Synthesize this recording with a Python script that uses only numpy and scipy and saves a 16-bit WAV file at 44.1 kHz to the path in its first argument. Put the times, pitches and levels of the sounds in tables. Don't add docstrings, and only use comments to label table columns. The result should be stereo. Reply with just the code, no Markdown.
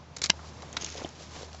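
import sys
import numpy as np
from scipy import signal
from scipy.fft import rfft, irfft, next_fast_len
from scipy.io import wavfile
from scipy.ndimage import map_coordinates

SR = 44100
rng = np.random.default_rng(int(sys.argv[2]) if len(sys.argv) > 2 else 0)


def transcribe(u):
    v = np.clip(np.atleast_2d(u).T, -1, 1)
    q = np.round(v * 32767).astype(np.int16)
    wavfile.write(sys.argv[1], SR, q)


N = 70560
TOP_HZ = 8900


def amp(db):
    return 10 ** (np.asarray(db) / 20)


def unit(x):
    return x / np.sqrt(np.mean(x ** 2) + 1e-20)


def along(points, hz):
    f, v = np.transpose(points)
    return np.interp(np.log(hz + 1), np.log(f + 1), v)


def since(s):
    return np.maximum(np.arange(N) / SR - s, 0)


def fade(t, t60, attack=0.00014):
    return (1 - np.exp(-t / attack)) * np.exp(-np.log(1000) * t / t60)


def pan(db):
    return amp(np.array([[db], [-db]]) / 2)


def wobble(rate):
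    return map_coordinates(rng.standard_normal(int(N * rate / SR) + 4), [np.arange(N) * rate / SR])


def noise(colour, alike):
    hz = np.fft.rfftfreq(N, 1 / SR)
    width = np.arccos(np.clip(along(alike, hz), -1, 1)) / 2
    spectrum = rfft(rng.standard_normal((2, N))) * amp(along(colour, hz)) * (hz < TOP_HZ)
    mid, side = irfft(spectrum * [np.cos(width), np.sin(width)], N)
    return unit(np.array([mid + side, mid - side]))


# (f/Hz, level/dB)
AIR_COLOUR = [(25, -21), (50, -16.5), (70, -7.5), (100, -0.5), (140, 1), (200, -3.5), (300, -7.5),
              (600, -7.5), (1000, -7.5), (1400, -14.5), (2500, -19), (6300, -23), (7500, -30.5)]
# (f/Hz, likeness)
AIR_ALIKE = [(60, 1), (160, 0.92), (430, 0.33), (1200, 0.1), (3000, .1), (7500, .2)]
def air():
    return amp(-49.5 + 1.3 * wobble(12.2)) * noise(AIR_COLOUR, AIR_ALIKE) * pan(0.5)


# (multiple of the pitch, level/dB)
HUM_TONES = [(1, -53), (2, -61)]
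def engine(pitch_hz=77.1, wander_hz=1.18):
    turns = np.cumsum(pitch_hz + wander_hz * wobble(6.07)) / SR
    return pan(3) * sum(amp(db + 1.9 * wobble(7.7)) * np.sqrt(2) * np.sin(2 * np.pi * k * turns)
                        for k, db in HUM_TONES)


# (f/Hz, level/dB)
ECHO_COLOUR = [(100, -17), (900, -12), (2500, -14.5), (7500, -19.5)]
# (f/Hz, likeness)
RUSTLE_ALIKE = [(200, 1), (1500, 0.42), (4000, 0.32), (7500, 0.91)]
def echo(x):
    tail = noise(ECHO_COLOUR, RUSTLE_ALIKE) * fade(since(0), t60=.05, attack=0.0044)
    return amp(-24.5) * signal.fftconvolve(x, tail / np.linalg.norm(tail[0]), axes=1)[:, :N]


def rustle(curve, colour, rough, grain_rate):
    s, db = np.transpose(curve)
    level = amp(np.interp(np.arange(N) / SR, s, db)) * fade(since(s[0] - .03), np.inf, attack=.02)
    hiss = noise(colour, RUSTLE_ALIKE)
    grains = np.exp(rough * (wobble(grain_rate) + 0.69 * wobble(110)))
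    return level * unit(hiss * grains)


# (t/s, level/dB)
BOOT_LEVELS = [(.5, -66), (.64, -52.5), (.72, -49.5), (.8, -48.5), (.88, -50), (.93, -57.5), (1.01, -44),
               (1.07, -46), (1.12, -59.5), (1.21, -53), (1.3, -57), (1.36, -47), (1.42, -49), (1.47, -55),
               (1.6, -57.5)]
# (f/Hz, level/dB)
BOOT_COLOUR = [(100, -15), (250, -5.5), (600, -5.5), (1100, -10), (2200, -13.5), (5000, -23)]
def boots():
    return pan(3) * rustle(BOOT_LEVELS, BOOT_COLOUR, rough=0.34, grain_rate=330)


# (t/s, level/dB)
GRASS_LEVELS = [(.31, -57.5), (.42, -56), (.48, -53), (.53, -59), (.62, -55.5), (.75, -58.5), (1.1, -58.5),
                (1.16, -56.5), (1.22, -49), (1.28, -54.5), (1.36, -48), (1.43, -46), (1.48, -57),
                (1.6, -56)]
# (f/Hz, level/dB)
GRASS_COLOUR = [(400, -10), (900, -5), (2000, -7), (3500, -0.5), (5500, 0), (7400, -5)]
def grass():
    return pan(0.5) * rustle(GRASS_LEVELS, GRASS_COLOUR, rough=0.22, grain_rate=2000)


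# (t/s, level/dB)
BARK_LEVELS = [(.7, -77), (.785, -57.5), (.812, -43.5), (.875, -40.5), (.925, -45), (1.02, -46),
               (1.06, -53.5), (1.12, -61.5)]
# (f/Hz, level/dB)
BARK_COLOUR = [(400, -2.5), (900, -6.5), (1800, -3), (2700, -0.5), (3900, -2.5), (5300, 0), (6700, -1),
               (7500, -12.5)]
def bark():
    return pan(4.5) * rustle(BARK_LEVELS, BARK_COLOUR, rough=0.41, grain_rate=980)


# (f/Hz, likeness)
HIT_ALIKE = [(200, 0.92), (1200, 1), (2300, 0.44), (4500, 0.71), (7500, 1)]
def burst(envelope, colour, rough):
    x = noise(colour, HIT_ALIKE) * np.exp(rough * wobble(2500)) * envelope
    return x * np.sqrt(np.sum(envelope ** 2) / np.mean(np.sum(x ** 2, axis=1)))


# (t/s, level/dB, f/Hz, fade time/s)
KNOCKS = [(.337, -44, 750, .055), (.391, -40, 1000, .045), (.443, -47, 1020, 0.057), (0.627, -39, 835, .07),
          (0.953, -34.5, 543, 0.04), (0.983, -35.5, 540, 0.034), (1.003, -38, 610, 0.027),
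          (1.021, -34.5, 450, 0.035), (1.208, -40, 494, 0.027), (1.411, -36, 473, 0.037),
          (1.431, -31.5, 505, 0.015), (1.545, -34, 780, 0.018)]
def knocks(width_octaves=.42):
    hump = [(-4, -40), (-1, -9), (0, 0), (1, -9), (5, -50)]  # (widths from that pitch, level/dB)
    out = np.zeros((2, N))
    for s, db, hz, t60 in KNOCKS:
        colour = [(hz * 2 ** (k * width_octaves), level) for k, level in hump]
        out += amp(db) * burst(fade(since(s), t60, attack=0.00037), colour, rough=0)
    return out * pan(2)


def taps(rows, colour, rough):
    return sum(amp(db) * pan(pan_db) * burst(fade(since(s), t60), colour, rough)
               for s, db, t60, pan_db in rows)


# (t/s, level/dB, fade time/s, pan/dB)
TICKS = [(.7285, -36.5, 0.023, 6), (.8115, -35.5, 0.044, 0), (.8202, -28, .013, 3.5),
         (.8458, -21.5, 0.013, 1), (.863, -29.5, .009, 11), (.9015, -34, .012, 8), (1.09, -39.5, 0.017, 3)]
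# (f/Hz, level/dB)
TICK_COLOUR = [(300, -30), (900, -14), (2500, -22), (3300, -5.5), (4500, -23), (5300, -3.5), (5950, -9.5),
               (6600, 1), (7300, -15)]
def stalks():
    return taps(TICKS, TICK_COLOUR, rough=.3)


# (t/s, level/dB, fade time/s, pan/dB)
CLACKS = [(.6215, -38.5, 0.03, -1), (.7675, -20.5, 0.019, 6.5), (.7708, -27.5, 0.031, 12.5),
          (1.0485, -44, .01, 6), (1.431, -39.5, 0.015, -3), (1.5303, -37, 0.009, 0),
          (1.5472, -35, 0.0099, 1.5)]
# (f/Hz, level/dB)
CLACK_COLOUR = [(100, -12), (400, -4), (820, 2), (1100, -6), (2100, 1), (3050, -5), (3900, 4), (4700, -5),
                (5800, -2.5), (7000, -14), (7500, -9)]
def twigs():
    return taps(CLACKS, CLACK_COLOUR, rough=0.26)


# (f/Hz, level/dB, fade time/s)
WOOD_TONES = [(321, -22.5, 0.027), (530, -30, 0.021), (702, -24.5, .02), (3100, -29.5, 0.016),
              (3470, -33, 0.019)]
def clonk(start_s=1.0468):
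    t = since(start_s)
    out = np.zeros(N)
    for hz, db, t60 in WOOD_TONES:
        phase = rng.uniform(0, 2 * np.pi)
        out += amp(db) * fade(t, t60, attack=0.00056) * np.sin(2 * np.pi * hz * t + phase)
    return out * pan(3.5)


CRACK_T60_S = 0.0067
# (t/s, level/dB, fade time/s)
FIBRES = [(0.1648, -33, 0.03), (.169, -30.5, 0.02), (.183, -42, 0.057), (0.2174, -21, 0.017),
          (0.2192, -27, 0.043), (0.234, -28.5, 0.045), (0.2389, -21, 0.045), (0.2413, -11, 0.0047),
          (0.2426, -25.5, 0.031), (.249, -33, 0.089), (0.2597, -22.5, 0.02), (0.264, -30, 0.029),
          (0.291, -41, 0.056)]
# (f/Hz, level/dB)
FIBRE_COLOUR = [(88, -45), (150, -18), (611, -12.5), (909, -29.5), (1150, -14.5), (1950, -15), (2220, -5.5),
                (2800, -18.5), (3960, -6.5), (5700, -7.5), (7800, -11), (10100, -40), (17200, -120)]
# (f/Hz, level/dB)
SLICE_COLOUR = [(40, -36), (150, -1), (450, -3), (1000, -7), (2500, -5), (4800, -2), (7500, -15)]
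def cut(slice_s=.2972, length_s=0.0048, jolt_hz=173):
    cracks = sum(amp(db) * burst(fade(since(s), t60), FIBRE_COLOUR, rough=.5) for s, db, t60 in FIBRES)
    t = since(slice_s)
    rise = np.sqrt(np.minimum(t / length_s, 1))
    fall = np.exp(-np.log(1000) * since(slice_s + length_s) / CRACK_T60_S)
    last_slice = amp(-15) * burst(rise * fall, SLICE_COLOUR, rough=.2)
    jolt = amp(-18.5) * fade(t, t60=0.031, attack=0.00093) * np.sin(2 * np.pi * jolt_hz * t)
    return cracks * pan(-1.5) + last_slice + jolt


# (t/s, level/dB, treble lift/dB per octave)
SNAPS = [(.3015, -3.5, 3), (.303, -17.5, 5)]
# (f/Hz, level/dB, fade time/s)
SHEAR_TONES = [(1008, -9.5, 0.013), (1660, -14.5, 0.014), (2117, -13.5, 0.022), (2650, -6.5, 0.0099),
               (2893, -1.5, 0.011), (3790, -6, 0.0093), (4830, -14, 0.016), (5690, -4.5, 0.006),
               (5700, -10.5, 0.0092), (6220, -15, 0.012), (7520, -17.5, 0.011)]
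def snap(spread_rad=0.88):
    out = np.zeros((2, N))
    for s, db, lift_db in SNAPS:
        t = since(s)
        for hz, tone_db, t60 in SHEAR_TONES:
            phase = rng.normal(0, 0.42) + spread_rad * rng.choice([-1, 1]) * np.array([[.5], [-.5]])
            level = amp(db + tone_db + lift_db * np.log2(hz / 3000))
            out += level * fade(t, t60, attack=0.00015) * np.sin(2 * np.pi * hz * t + phase)
        out += amp(db - 7) * burst(fade(t, CRACK_T60_S), SLICE_COLOUR, rough=0.21)
    return out * pan(-1)


def scene(low_cut_hz=95):
    low_cut = signal.butter(2, low_cut_hz, "highpass", fs=SR, output="sos")
    shears = signal.sosfilt(low_cut, cut() + snap())
    hits = shears + twigs() + stalks() + knocks() + clonk()
    rustles = bark() + grass() + boots()
    return hits + echo(hits) + rustles + engine() + air()


# (f/Hz, level/dB)
TREBLE_CUT = [(7400, 0), (7750, -9), (8000, -26), (8600, -38)]
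def record(dry, ceiling=.77):
    padded = 2 * next_fast_len(N)
    hz = np.fft.rfftfreq(padded, 1 / SR)
    spectrum = rfft(np.clip(dry, -ceiling, ceiling), padded)
    return irfft(spectrum * amp(along(TREBLE_CUT, hz)) * (hz < TOP_HZ), padded)[:, :N]


dry = scene()
out = record(dry)
transcribe(out)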